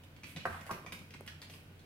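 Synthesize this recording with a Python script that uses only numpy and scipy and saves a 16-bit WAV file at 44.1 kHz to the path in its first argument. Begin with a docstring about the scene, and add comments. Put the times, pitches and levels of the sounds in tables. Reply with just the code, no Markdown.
"""A small dog trots into a room over a laminate floor. Its pads thump the boards; its claws tick,
ring the floor's thin top layer and scuff in short drags. Something hard meets the boards in a few
hollow knocks, and dull taps sound close by. The room rings on after each; rumble, microphone hiss
and a low machine hum stay under it all."""
import sys
import numpy as np
from scipy import signal
from scipy.fft import rfft, irfft, next_fast_len
from scipy.io import wavfile
from scipy.ndimage import uniform_filter1d

SR = 44100
rng = np.random.default_rng(int(sys.argv[2]) if len(sys.argv) > 2 else 0)


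def log_audio(samples):
    """Write samples as a 16-bit WAV file to the path given in sys.argv[1]."""
    # one column per channel
    frames = np.atleast_2d(samples).T
    # limit to full scale, then quantise
    limited = np.clip(frames, -1, 1)
    pcm = np.round(limited * 32767).astype(np.int16)
    wavfile.write(sys.argv[1], SR, pcm)


N = 81585
FFT_SIZE = next_fast_len(N + 4096)


def amp(db):
    return 10 ** (np.asarray(db) / 20)


def unit_rms(x):
    return x / np.sqrt(np.mean(x ** 2) + 1e-20)


def unit_peak(x):
    return x / np.abs(x).max()


def curve_at(points, hz):
    freqs_hz, values = np.transpose(points)
    return np.interp(np.log(hz + 1), np.log(freqs_hz + 1), values)


def place(mix, start_s, sound, pan_db):
    """Add a sound to the mix; pan_db is left over right."""
    part = mix[:, round(start_s * SR):][:, :sound.shape[-1]]
    part += amp([[pan_db / 2], [-pan_db / 2]]) * sound[..., :part.shape[1]]


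def delay_left(x, lag_s):
    """Delay left against right."""
    shift = np.exp(-1j * np.pi * lag_s * np.fft.rfftfreq(FFT_SIZE, 1 / SR))
    return irfft(rfft(x, FFT_SIZE) * np.array([shift, 1 / shift]), FFT_SIZE)[:, :N]


def resonate(x, hz, width_hz):
    return signal.lfilter(*signal.iirpeak(hz, hz / width_hz, SR), x)


def resonate_twice(x, hz, width_hz):
    return resonate(resonate(x, hz, width_hz), hz, 2 * width_hz)


def treble(x, low_hz=8100, top_hz=11900):
    x = signal.sosfilt(signal.butter(3, low_hz, "high", fs=SR, output="sos"), x)
    return signal.lfilter(*signal.butter(2, top_hz, fs=SR), x)


def ring(modes, t, phases, centre_hz, width_hz):
    """Decaying modes, weighted toward the centre frequency of the blow."""
    out = np.zeros(len(t))
    for (hz, level_db, t60_s), phase in zip(modes, phases):
        weight = 1 / (1 + ((hz - centre_hz) / width_hz) ** 2)
        out += weight * amp(level_db - 60 * t / t60_s) * np.sin(2 * np.pi * hz * t + phase)
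    return out


def wander(low_hz, top_hz):
    """Slow random motion, rms 1."""
    t = np.arange(N) / SR
    rates_hz = np.geomspace(low_hz, top_hz, 20)
    return unit_rms(sum(np.sin(2 * np.pi * (hz * t + rng.random())) / np.sqrt(hz) for hz in rates_hz))


# Left-right likeness of the room's sound: freq_hz, correlation
STEREO_CORRELATION = [(60, 0.91), (150, 0.92), (380, 0.87), (950, 0.13), (2380, -0.21), (5980, 0.0046),
                      (15000, -0.2)]


def stereo_noise(shape_db, frames, frame_size):
    """Two partly correlated noises with the given short-time spectrum."""
    hz = np.fft.rfftfreq(frame_size, 1 / SR)
    a, b, c, d = rng.standard_normal((frames, len(hz), 4)).T
    left, independent = a + 1j * b, c + 1j * d
    correlation = curve_at(STEREO_CORRELATION, hz)[:, None]
    right = correlation * left + np.sqrt(1 - correlation ** 2) * independent
    spectra = np.array([left, right]) * amp(shape_db)
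    return signal.istft(spectra, nperseg=frame_size, noverlap=frame_size * 3 // 4)[1]


# Background noise spectrum: freq_hz, relative_db
AIR_SPECTRUM = [(12, -37), (20, -30), (104, -7.5), (141, -10.5), (317, -14.5), (345, -20), (483, -18.5),
                (638, -22.5), (776, -24), (1360, -27.5), (1520, -22), (1650, -27.5), (2510, -26),
                (2730, -26.5), (6660, -42), (13400, -40), (15800, -38.5)]


def air(level_db=-58.5, swell_db=0.1):
    """Near-steady room rumble and microphone hiss."""
    shape_db = curve_at(AIR_SPECTRUM, np.fft.rfftfreq(2048, 1 / SR))[:, None]
    noise = stereo_noise(shape_db, frames=N // 512 + 5, frame_size=2048)[:, :N]
    return amp(level_db - swell_db * wander(0.57, 5.45)) * unit_rms(noise)


# Machine tones: pitch_hz, rms_db
HUM_TONES = [(31, -73), (90, -61), (150, -65)]


def hum(waver_db=1.5, drift_hz=1.5):
    """Low tones of a machine, wavering in level and pitch."""
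    out = np.zeros(N)
    for pitch_hz, rms_db in HUM_TONES:
        gain = np.sqrt(2) * amp(rms_db + waver_db * wander(3.495, 8.6))
        hz = pitch_hz + drift_hz * wander(1.43, 11.85)
        out += gain * np.sin(2 * np.pi * np.cumsum(hz) / SR)
    return out


# Floor board modes: pitch_hz, level_db, t60_s
BOARD_MODES = [(84.8, -3, 0.12), (137, -26, 0.059), (175, -1, 0.1), (220.6, -0.5, 0.083),
               (365, -2.5, 0.077), (487, 0.5, 0.057)]


def pad_thump(t, centre_hz, rise_s=0.0053):
    """A soft pad sets the boards' low modes ringing."""
    phases = rng.uniform(-0.52, 1, len(BOARD_MODES))
    onset = np.sin(np.pi / 2 * np.minimum(t / rise_s, 1)) ** 2
    return unit_peak(ring(BOARD_MODES, t, phases, centre_hz, width_hz=116) * onset)


def claw_tick(t, noise, pitch_hz, rise_s=0.00066, decay_s=0.0034):
    """A claw lands in a cluster of ticks; the floor's thin top layer rings under it."""
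    cluster = noise * np.abs(noise) * np.minimum(t / rise_s, 1) * np.exp(-t / decay_s)
    ticks = 3.0 * (t == 0) + cluster
    body = unit_peak(resonate_twice(ticks, pitch_hz, width_hz=950))
    edge = unit_peak(resonate(resonate(ticks, hz=3000, width_hz=2330), hz=4960, width_hz=3300))
    top_layer = unit_peak(resonate(ticks, hz=2450, width_hz=440))
    return unit_peak(body + amp(-3) * edge + amp(-4) * top_layer)


# Paw falls: start_s, claw_hz, thump_hz, thump_db, board_db, claw_db, scratch_db, pan_db
PAW_FALLS = [(.035, 3060, 202, -66, -58, -51.5, -57, -4), (0.164, 2780, 300, -59, -56.5, -50.5, -65, -5),
             (.234, 2350, 197, -50.5, -51, -39, -54, 1.5), (.241, 2420, 202, -64, -52, -40, -55, -7),
             (.351, 2360, 178, -44.5, -72, -68, -70, 2), (.362, 3360, 185, -48, -40.5, -36.5, -51.5, -0.5),
             (.37, 2450, 202, -47, -44.5, -38, -71, -3), (0.455, 2540, 151, -46, -50, -37.5, -44.5, -0.5),
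             (0.498, 2600, 91, -45.5, -52, -74, -71, -1), (0.61, 2247, 91, -51.5, -49.5, -44, -51, 0),
             (.665, 2000, 198, -64, -44.5, -49, -52, 2), (.709, 5750, 338, -37.5, -37, -41.5, -45.5, -0.5),
             (0.711, 2170, 101, -45, -54, -38, -40, -2.5), (.863, 2270, 200, -54.5, -41, -38.5, -52, -2.5),
             (0.922, 2640, 222, -47, -38, -34.5, -42.5, -0.5), (.99, 2780, 203, -61, -72, -51, -57.5, 12),
             (1.106, 2560, 197.5, -81.5, -105, -46, -56.5, 1),
             (1.139, 2280, 200, -50, -59, -39.5, -58, -0.5), (1.263, 2450, 90, -54, -59, -50.5, -48, -3.5),
             (1.276, 3100, 201, -60, -53, -38.5, -52.5, -0.5),
             (1.417, 3960, 200, -64.5, -52.5, -39.5, -48, -0.5),
             (1.425, 2380, 252, -68, -53, -43.5, -55.5, 3), (1.498, 2850, 300, -57, -49.5, -43, -53.5, 1.5),
             (1.537, 2660, 214, -57, -48, -47, -60, 0), (1.793, 4040, 200, -64.5, -79, -54.5, -64, -5)]


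def paws(board_decay_s=0.0035, scratch_rise_s=0.00245, scratch_decay_s=0.0031):
    """Each fall: a pad thump, a dull tap of the board, claw ticks and a bright scratch."""
    out, t = np.zeros((2, N)), np.arange(4096) / SR
    board_envelope = np.exp(-t / board_decay_s)
    scratch_envelope = np.minimum(t / scratch_rise_s, 1) * np.exp(-t / scratch_decay_s)
    for start_s, claw_hz, thump_hz, thump_db, board_db, claw_db, scratch_db, pan_db in PAW_FALLS:
        board_noise, claw_noise, *scratch_noise = rng.standard_normal((4, len(t)))
        thump = amp(thump_db) * pad_thump(t, thump_hz)
        board = resonate_twice(board_noise * board_envelope, hz=650, width_hz=1330)
        claw = amp(claw_db) * claw_tick(t, claw_noise, claw_hz)
        scratch = amp(scratch_db) * unit_peak(treble(scratch_noise * scratch_envelope))
        place(out, start_s, thump + amp(board_db) * unit_peak(board) + claw + scratch, pan_db)
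    return out


# Claw drags: start_s, length_s, level_db, pitch_hz, relative_hiss_db
CLAW_DRAGS = [(0.263, 0.097, -61, 2530, -2), (0.393, 0.08, -58, 2760, -22), (0.489, 0.16, -53.5, 1200, -13),
              (0.656, .06, -57, 1340, -7.5), (0.721, 0.062, -58.5, 2130, -27),
              (0.922, 0.052, -62.5, 2760, -3.5), (1.276, 0.023, -50.5, 1800, -32),
              (1.426, 0.045, -61.5, 3240, -21), (1.503, 0.11, -66.5, 2600, 0)]


def claw_drags(clicks_per_s=1400, spread_db=2):
    """A dragging claw: dense uneven clicks through its resonance, with hiss above."""
    out, t = np.zeros((2, N)), np.arange(8192) / SR
    for start_s, length_s, level_db, pitch_hz, hiss_db in CLAW_DRAGS:
        hits = rng.random(len(t)) < clicks_per_s / SR
        click_db = spread_db * np.minimum(rng.exponential(1, len(t)), 4)
        noise = rng.standard_normal((2, len(t)))
        clicks = hits * np.sign(noise[0]) * amp(click_db)
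        rasp = unit_rms(resonate_twice(clicks, pitch_hz, width_hz=1150))
        hiss = amp(hiss_db) * unit_rms(treble(noise))
        stroke = np.sin(np.pi * np.minimum(t / length_s, 1) ** 0.37)
        place(out, start_s, amp(level_db) * stroke * (rasp + hiss), pan_db=-2.5)
    return out


# Hollow body modes: pitch_hz, level_db, t60_s
HOLLOW_MODES = [(366, -4.5, 0.051), (533, -1.5, 0.047), (696.4, 2, 0.036), (974, -5.5, 0.034),
                (1079, -1, 0.039), (1200.4, 0, 0.033), (1288, -4, 0.04), (1560, 5, 0.022), (1873, 2, .025)]
# Blows to the body: start_s, level_db, centre_hz, width_hz
HOLLOW_KNOCKS = [(.453, -21.5, 1200, 850), (0.517, -61, 1600, 403), (.544, -36.5, 1180, 404),
                 (.693, -32.5, 1070, 198), (.705, -29, 1070, 198), (.71, -33, 1090, 410),
                 (0.776, -45.5, 980, 594)]


def hollow_knocks(rise_s=0.00225):
    """A hollow body struck: its modes start quickly and die fast."""
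    out, t = np.zeros((2, N)), np.arange(4096) / SR
    for start_s, level_db, centre_hz, width_hz in HOLLOW_KNOCKS:
        phases = rng.uniform(-0.81, 0.87, len(HOLLOW_MODES))
        body = ring(HOLLOW_MODES, t, phases, centre_hz, width_hz) * np.minimum(t / rise_s, 1)
        place(out, start_s, amp(level_db) * unit_peak(body), pan_db=-0.8)
    return out


# Dull taps close by: start_s, level_db, pitch_hz, tick_db
CLOSE_TAPS = [(0.848, -43, 392, -65), (1.017, -53, 1010, -73), (1.147, -47, 940, -56),
              (1.209, -39, 465, -41.5), (1.5, -52, 446, -65)]


def close_taps(tick_decay_s=0.00071):
    """One push through a wide resonance, with a fine tick on top."""
    out, t = np.zeros((2, N)), np.arange(1024) / SR
    for start_s, level_db, pitch_hz, tick_db in CLOSE_TAPS:
        push = unit_peak(resonate_twice(1.0 * (t == 0), pitch_hz, width_hz=370))
        tick = unit_peak(treble(rng.standard_normal((2, len(t))) * np.exp(-t / tick_decay_s)))
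        place(out, start_s, amp(level_db) * push + amp(tick_db) * tick, pan_db=-0.6)
    return out


# Reverberation times: freq_hz, t60_s
ROOM_DECAY = [(150, 0.57), (600, 0.54), (1700, 0.63), (4500, 0.54), (12000, 0.53)]


def room(x, early_db=2, early_t60_s=0.13, gap_s=0.0018, turns_per_s=3.31):
    """Early echoes and a smooth tail; three random responses crossfade so no fixed tones ring."""
    out, frame_s = np.zeros((2, N)), np.arange(400) * 64 / SR
    t60_s = curve_at(ROOM_DECAY, np.fft.rfftfreq(256, 1 / SR))[:, None]
    late = amp(-60 * frame_s / t60_s)
    early = amp(early_db - 60 * frame_s / early_t60_s)
    shape_db = 20 * np.log10(late + early + 1e-9)
    for turn in range(3):
        response = stereo_noise(shape_db, frames=len(frame_s), frame_size=256)
        response *= np.clip(np.arange(response.shape[1]) / SR / gap_s - 1, 0, 1)
        response /= np.linalg.norm(response[0])
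        share = np.sqrt(2 / 3) * np.cos(np.pi * (turns_per_s * np.arange(N) / SR + turn / 3))
        out += signal.fftconvolve(x * share, response, axes=1)[:, :N]
    return out


def scene():
    """Feet, knocks and taps feed the room, the close taps least; air and hum lie underneath."""
    feet = delay_left(paws() + claw_drags(), lag_s=-0.000049)
    knocks = delay_left(hollow_knocks(), lag_s=0.00012)
    taps = close_taps()
    room_send = amp(3) * feet + amp(-1.5) * knocks + amp(-7) * taps
    return feet + knocks + taps + room(room_send) + air() + hum()


# Microphone pair balance: freq_hz, left_over_right_db
MIC_BALANCE = [(60, 0.5), (200, -1.4), (380, -1), (700, 1.5), (1290, -1), (2380, -2.5), (4400, 0.5),
               (8120, 1.5), (15000, 1.5)]


def record(dry, cutoff_hz=15910):
    """Two microphones of slightly unlike colour, then a low-pass."""
    left_gain = amp(curve_at(MIC_BALANCE, np.fft.rfftfreq(FFT_SIZE, 1 / SR)) / 2)
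    heard = irfft(rfft(dry, FFT_SIZE) * np.array([left_gain, 1 / left_gain]), FFT_SIZE)[:, :N]
    lowpass = signal.firwin(1023, cutoff_hz, window=("kaiser", 9), fs=SR)
    return signal.oaconvolve(heard, lowpass[None], "same")


dry = scene()
out = record(dry)
log_audio(out)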